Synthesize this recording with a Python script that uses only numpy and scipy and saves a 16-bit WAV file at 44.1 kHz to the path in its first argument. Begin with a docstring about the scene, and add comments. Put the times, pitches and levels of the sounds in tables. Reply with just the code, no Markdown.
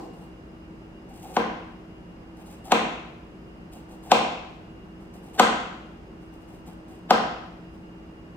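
"""Slicing a potato in a tiled kitchen

A pair of small microphones stands close beside a plastic board on a wooden table, the board a little left.
A knife saws through raw potato: the wet flesh hisses on the blade, then the blade drops onto the board.
Each chop is a tick of the edge, a short hollow ring of the board and a long tail off the hard walls.
Far off, a refrigerator or fan hums."""
import sys
import numpy as np
from scipy import signal
from scipy.fft import rfft, irfft, next_fast_len
from scipy.io import wavfile
from scipy.ndimage import uniform_filter1d

SR = 44100
rng = np.random.default_rng(int(sys.argv[2]) if len(sys.argv) > 2 else 0)


def master_out(mix):
    """Clip the mix to full scale and print it as 16-bit PCM to the path in sys.argv[1]."""
    frames = np.transpose(np.atleast_2d(mix))
    ceiling = np.clip(frames, -1, 1)
    pcm = np.round(ceiling * 32767).astype(np.int16)
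    wavfile.write(sys.argv[1], SR, pcm)


N = 368676

# blade landings: t/s, level/dB; relative to that level: hollow ring/dB, edge tick/dB, table thud/dB,
# middle modes/dB, free end/dB, splitting flesh/dB; last, tilt of the tick/(dB per octave)
CHOPS = [(-0.3258, -20.5, 19, -6, 12.5, 3, 3, -51, 9), (1.3659, -19, 11, -17, -4, 1.3, -2, -34, -2),
         (2.7191, -11.5, 7.5, -12.5, -9.5, 1, -5, -31.5, -0.5),
         (4.116, -8.5, 7, -14, -12.5, -3, -8, -32.5, -0.5),
         (5.3955, -8.5, 8, -11.5, -11.5, 2, -4.3, -29.5, -0.5),
         (7.106, -12.5, 11.5, -14.5, -10, 3, -4.5, -33.5, -1.5)]
# the board's hollow ring: f/Hz, level/dB, t60/s
HOLLOW_MODES = [(538, -12, 0.07), (653, -12.5, 0.012), (757.8, 1, 0.034), (806, -3.5, 0.029)]
# the board's free end: f/Hz, level/dB, t60/s
FREE_END_MODES = [(892, 3, 0.054), (1020, 5.5, 0.059), (1096, 5, 0.037)]
# the board's middle modes: f/Hz, level/dB, t60/s
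MIDDLE_MODES = [(1267, -4, 0.04), (1240, 0, 0.037), (1494, 1, 0.015), (1865, -4.5, 0.017)]
# the board's upper modes: f/Hz, level/dB, t60/s
UPPER_MODES = [(2180, 0.5, 0.0082), (2264, -7.5, 0.017), (2574, -5, 0.019), (2630, -15.5, 0.0077),
               (2940, -7.5, 0.0098), (3790, -3, 0.0057)]
# the wooden table under it: f/Hz, level/dB, t60/s
TABLE_MODES = [(166, -24.5, 0.93), (241.5, 8.5, 0.043), (315, -0.5, 0.16), (440, -9.5, 0.39),
               (473.3, 1, 0.2)]
# the blade's edge: f/Hz, level/dB, t60/s
EDGE_MODES = [(4300, 2.5, 0.039), (5170, 11, 0.0037), (5940, 1, 0.018), (6730, 6, 0.0041),
              (8280, 0.5, 0.012), (9100, -51, 0.0018), (11700, -2.5, 0.0039), (12400, -34, 0.0062),
              (15900, -2, .003)]
# sawing strokes in the flesh: t/s, length/s, wet hiss/dB, push into the board/dB
STROKES = [(0.0, 0.04, -63, -47.5), (0.123, 0.12, -66, -56), (1.08, 0.039, -65, -52),
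           (1.127, 0.1, -58.5, -57.5), (1.218, 0.12, -55.5, -45.5), (1.331, 0.022, -48.5, -48),
           (2.36, 0.067, -63, -52.5), (2.452, 0.086, -57, -54.5), (2.638, 0.099, -54.5, -43.5),
           (3.713, 0.056, -58, -51), (3.884, .05, -60.5, -52), (4.024, 0.14, -57, -48),
           (4.994, 0.044, -69.5, -55), (5.132, 0.024, -60, -47), (5.222, 0.065, -62.5, -54),
           (5.331, 0.036, -54, -44), (6.2, .04, -71, -60), (6.32, 0.023, -67, -79),
           (6.392, 0.041, -71, -65), (6.472, 0.076, -64, -57), (6.653, 0.034, -58, -44.5),
           (6.876, 0.07, -62, -58), (7.73, 0.017, -67, -66)]
# wet flesh on the blade: f/Hz, level/dB
HISS_SPECTRUM = [(1500, -14), (2500, 1.5), (4000, -1.5), (6000, -2), (8500, 0.5), (11500, -10),
                 (13500, -6.5), (15500, 1), (16800, -30)]
# decay of the tiled room: f/Hz, t60/s
ROOM_T60 = [(150, 0.63), (400, 0.71), (1040, 0.8), (2760, 0.82), (7280, 0.67), (11000, 0.29),
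            (16000, 0.086)]
# colour of the room tail: f/Hz, level/dB
ROOM_COLOUR = [(150, 4.5), (400, -1), (600, -3), (750, -7.5), (1000, -2.5), (2500, 3.5), (5000, -3),
               (8500, -6), (11000, 14.5), (16000, -11.5)]
# the tail across the microphone pair: f/Hz, left-right correlation
ROOM_LIKENESS = [(60, 0.88), (130, 0.89), (290, 0.91), (640, 0.36), (1410, 0.033), (3100, -0.18),
                 (6820, 0.26), (15000, -0.078)]
# lean of the tail: f/Hz, left over right/dB
ROOM_BALANCE = [(60, -16), (110, 3), (200, -0.5), (380, 1.5), (700, -0.5), (1290, 2.5), (2380, 2.5),
                (4400, -0.5), (8120, -1.5), (15000, 0)]
# broad noise of the distant motor: f/Hz, relative density/dB
MOTOR_SPECTRUM = [(15, -67), (25, -8), (40, -12), (80, -8), (138, -7.5), (172, -2.5), (259, -8.5),
                  (321, -9), (496, -13.5), (1200, -21.5), (2820, -31.5), (3700, -39), (5000, -41),
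                  (8800, -49), (11000, -52), (16500, -54)]
# its breathy whines: f/Hz, width/Hz, rms level/dB
MOTOR_WHINES = [(167, 11, -69), (234.6, 5, -60), (2774, 510, -71.5), (2830, 20, -67.5), (4990, 82, -78.5)]
# its hum lines: f/Hz, nominal level/dB
MOTOR_HUM = [(48, -55), (58.5, -52), (177.6, -50.5), (323, -48.5), (382, -57.5)]
# sound from all round at the microphone pair: f/Hz, left-right correlation
DIFFUSE_LIKENESS = [(60, 0.95), (130, 0.94), (290, 0.86), (640, 0.31), (1410, -0.21), (3100, -0.29),
                    (6820, 0.13), (15000, -0.23)]

LEAD_IN = SR // 2   # samples before t = 0, so the scene opens in the tail of a chop
PAN_DB, LEFT_LEAD_SAMPLES = 2.5, 4   # the left microphone is nearer the board
TICK_LEAD_S = .0004   # the edge ticks before the board takes the load
HISS_RISE_S, PUSH_RISE_S = 0.013, 0.038
HISS_FADE_S, PUSH_FADE_S = 0.038, 0.015   # time constants after a stroke stops
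CATCH_DB, CATCH_HZ = 1.5, 40   # the blade catches and slips within a stroke
ROOM_DB, ROOM_ONSET_S = -0.5, 0.019
MOTOR_NOISE_DB, CUTOFF_HZ = -46, 16990


def chop(level_db, hollow_db, tick_db, thud_db, middle_db, end_db, split_db, tick_tilt):
    """One landing rings blade, board and table; returns the sound and its lead in samples."""
    lead, size = SR // 50, SR // 4
    t = (np.arange(size) - lead) / SR - .001   # zero when the full edge is down
    # one sharp contact, and smaller ones as the edge beds in along its length
    from_tick = np.abs(t + TICK_LEAD_S)
    contact = .07 * rng.standard_normal(size) * np.exp(-from_tick / .0005)
    contact[np.argmin(from_tick)] = 1
    # the last flesh splits with a swelling crackle just before the blade lands
    split = amp(split_db) * rng.standard_normal(size) * np.exp(np.minimum(t, 0) / 0.0057) * (t < 0)
    # the hand keeps pressing for a few ms, so the low modes swell before they die
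    pressed_s = np.maximum(t, 0)
    press = pressed_s ** 2 * np.exp(-pressed_s / .0008)
    out = 0
    for modes, group_db in ((HOLLOW_MODES, hollow_db), (FREE_END_MODES, end_db), (TABLE_MODES, thud_db)):
        for hz, db, t60 in modes:
            drive = 2 * press * np.cos(2 * np.pi * hz * t) / press.sum()
            gain = amp(group_db + db + rng.normal(0, 0.96))
            out += gain * ring(drive + 0.24 * split, hz, t60)
    struck = ((MIDDLE_MODES, middle_db, 0), (UPPER_MODES, 1.5, 0), (EDGE_MODES, tick_db, tick_tilt))
    for modes, group_db, tilt in struck:
        for k, (hz, db, t60) in enumerate(modes):
            octaves_up = np.log2(min(hz, 8000) / modes[0][0])
            gain = amp(group_db + db + tilt * octaves_up + rng.normal(0, 1.0))
            out += (-1) ** k * gain * ring(contact + split, hz, t60)
    out = butterworth(out, 6, 165, "high")   # a small board radiates no deep bass
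    return amp(level_db) * out, lead


def chopping():
    """Every landing of the blade, as it reaches the microphones and as it spreads into the room."""
    direct, spread = np.zeros((2, LEAD_IN + N + SR))
    for time_s, *settings in CHOPS:
        blow, lead = chop(*settings)
        at = LEAD_IN + round(time_s * SR)
        direct[at - lead:at - lead + len(blow)] += blow
        spread[at:at + len(blow)] += all_round(blow, octaves=0.23)
    return direct[:LEAD_IN + N], spread[:LEAD_IN + N]


def slicing():
    """Cells burst densely along the blade; the sawing push also rumbles in the board's modes."""
    size = LEAD_IN + N
    t = (np.arange(size) - LEAD_IN) / SR
    *_, hiss_db, push_db = np.transpose(STROKES)
    bursts = (rng.random(size) < 1500 / SR) * rng.exponential(1, size)
    sizzle = 1 + .3 * signal.lfilter([1], [1, -.98], bursts)   # dense pops blur together
    catch = rms_one(butterworth(rng.standard_normal(size), 2, CATCH_HZ, "low"))
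    hiss = rms_one(amp(CATCH_DB * catch) * sizzle * coloured(HISS_SPECTRUM, size))
    rub = rng.standard_normal(size)
    push = rms_one(sum(amp(db) * ring(rub, hz, t60) for hz, db, t60 in HOLLOW_MODES))
    hiss *= stroke_gain(t, hiss_db, HISS_RISE_S, HISS_FADE_S)
    push *= stroke_gain(t, push_db, PUSH_RISE_S, PUSH_FADE_S)
    return hiss, push


def stroke_gain(t, levels_db, rise_s, fade_s):
    """Every stroke rises, holds and dies away; overlapping strokes add in power."""
    power = 0
    for (start, length, *_), db in zip(STROKES, levels_db):
        rise = np.clip((t - start) / rise_s, 0, 1)
        fade = np.exp(-np.maximum(t - start - length, 0) / fade_s)
        power += (amp(db) * rise * fade) ** 2
    return np.sqrt(power)


def all_round(blow, octaves):
    """A blow as the walls get it, averaged over all directions: a short pulse, its spectrum smoothed."""
    size = 16384
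    hz, log_grid = np.fft.rfftfreq(size, 1 / SR), np.geomspace(20, SR / 2, num=1000)
    power = np.interp(log_grid, hz, np.abs(rfft(blow, size)) ** 2)
    smooth = np.interp(hz, log_grid, uniform_filter1d(power, size=max(int(100 * octaves), 1)))
    cepstrum = irfft(np.log(smooth + 1e-12) / 2)
    cepstrum[1:size // 2] *= 2   # folding onto positive times gives the shortest pulse
    cepstrum[size // 2:] = 0
    return irfft(np.exp(rfft(cepstrum)))[:len(blow)]


def kitchen(sent):
    """Dense reflections off the tiles build up quickly round the microphones and die band by band."""
    size = SR + SR // 4
    t = np.arange(size) / SR
    response = 0
    for centre in 100 * 2 ** np.arange(0, 7.6, .5):
        def octave_band(hz):
            return np.cos(np.pi * np.clip(np.log2(np.maximum(hz, 1) / centre), -.5, .5))
        band = diffuse(octave_band, size, ROOM_LIKENESS)
        band *= amp(at_hz(ROOM_BALANCE, centre) / 2 * np.array([[1], [-1]]))
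        # table top and bowls are small and near: they throw back the treble at once
        nearby = amp(10.5) * min(centre / 3000, 1) ** 2 * np.exp(-t / 0.0054) * (t > .002)
        build_up = 1 - np.exp(-(t / ROOM_ONSET_S) ** 2)
        decay = amp(at_hz(ROOM_COLOUR, centre) - 60 * t / at_hz(ROOM_T60, centre))
        response += (build_up + nearby) * decay * band
    response /= np.sqrt(np.sum(response ** 2) / 2)
    return signal.fftconvolve(sent[None], response, axes=1)[:, :len(sent)]


def motor():
    """A far-off refrigerator or fan fills the room with broad noise, breathy whines and hum."""
    out = amp(MOTOR_NOISE_DB) * rms_one(diffuse(lambda hz: amp(at_hz(MOTOR_SPECTRUM, hz)), N))
    for line_hz, width_hz, db in MOTOR_WHINES:
        whine = diffuse(lambda hz: 1 / (1 + (2 * (hz - line_hz) / width_hz) ** 2), N)
        out += amp(db) * rms_one(whine)
    for line_hz, db in MOTOR_HUM:
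        wander = rms_one(diffuse(lambda hz: 1 / (1 + (hz / 4.1) ** 2), N))   # speed and load drift
        phase = 2 * np.pi * (line_hz * np.arange(N) / SR + rng.random()) + 0.68 * wander[0]
        out += amp(db - 1.0 + 4.0 * (wander[0] - wander[1])) * np.sin(phase)
    return out


def diffuse(shape, size, likeness=DIFFUSE_LIKENESS):
    """Noise from all round, alike at both microphones in the bass; shape(hz) is its gain."""
    fast = next_fast_len(size)
    hz = np.fft.rfftfreq(fast, 1 / SR)
    mid, side = rfft(rng.standard_normal((2, fast)), axis=1)
    alike = np.clip(at_hz(likeness, hz), -.99, .99)
    pair = np.sqrt(1 + alike) * mid + np.sqrt(1 - alike) * side * [[1], [-1]]
    return irfft(shape(hz) * pair, fast, axis=1)[:, :size]


def coloured(spectrum, size):
    """Noise with a given spectrum, at unit rms."""
    gain = amp(at_hz(spectrum, np.fft.rfftfreq(size, 1 / SR)))
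    return rms_one(irfft(rfft(rng.standard_normal(size)) * gain, size))


def ring(drive, hz, t60):
    """One damped mode: a unit click starts a dying sine of height 1."""
    radius, angle = amp(-60 / (t60 * SR)), 2 * np.pi * hz / SR
    return signal.lfilter([0, np.sin(angle)], [1, -2 * radius * np.cos(angle), radius ** 2], drive + 1e-18)


def butterworth(x, order, hz, kind):
    """Low-pass or high-pass filter."""
    return signal.sosfilt(signal.butter(order, hz, kind, fs=SR, output="sos"), x)


def at_hz(points, hz):
    """Read a table on a log-frequency axis."""
    table_hz, values = np.transpose(points)
    return np.interp(np.log(np.maximum(hz, 1)), np.log(table_hz), values)


def amp(db):
    """dB to gain."""
    return 10 ** (np.asarray(db, float) / 20)


def rms_one(x):
    """Scale to unit rms."""
    return x / np.sqrt(np.mean(x ** 2) + 1e-20)


def scene():
    """Board and blade close by on the left, their echo and the distant motor all round."""
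    hiss, push = slicing()
    blows, spread = chopping()
    near = blows + push + hiss
    direct = np.array([near * amp(PAN_DB / 2), np.roll(near, LEFT_LEAD_SAMPLES) * amp(-PAN_DB / 2)])
    echo = amp(ROOM_DB) * kitchen(spread + push + amp(-7) * hiss)
    return (direct + echo)[:, LEAD_IN:] + motor()


def record(dry):
    """After the microphones: the highest peaks are rounded, the deep bass rolled off, the top cut."""
    rounded = dry / (1 + dry ** 6) ** (1 / 6)
    low_cut = butterworth(rounded, 2, 22, "high")
    return signal.sosfilt(signal.cheby2(12, 70, CUTOFF_HZ, fs=SR, output="sos"), low_cut)


dry = scene()
out = record(dry)
master_out(out)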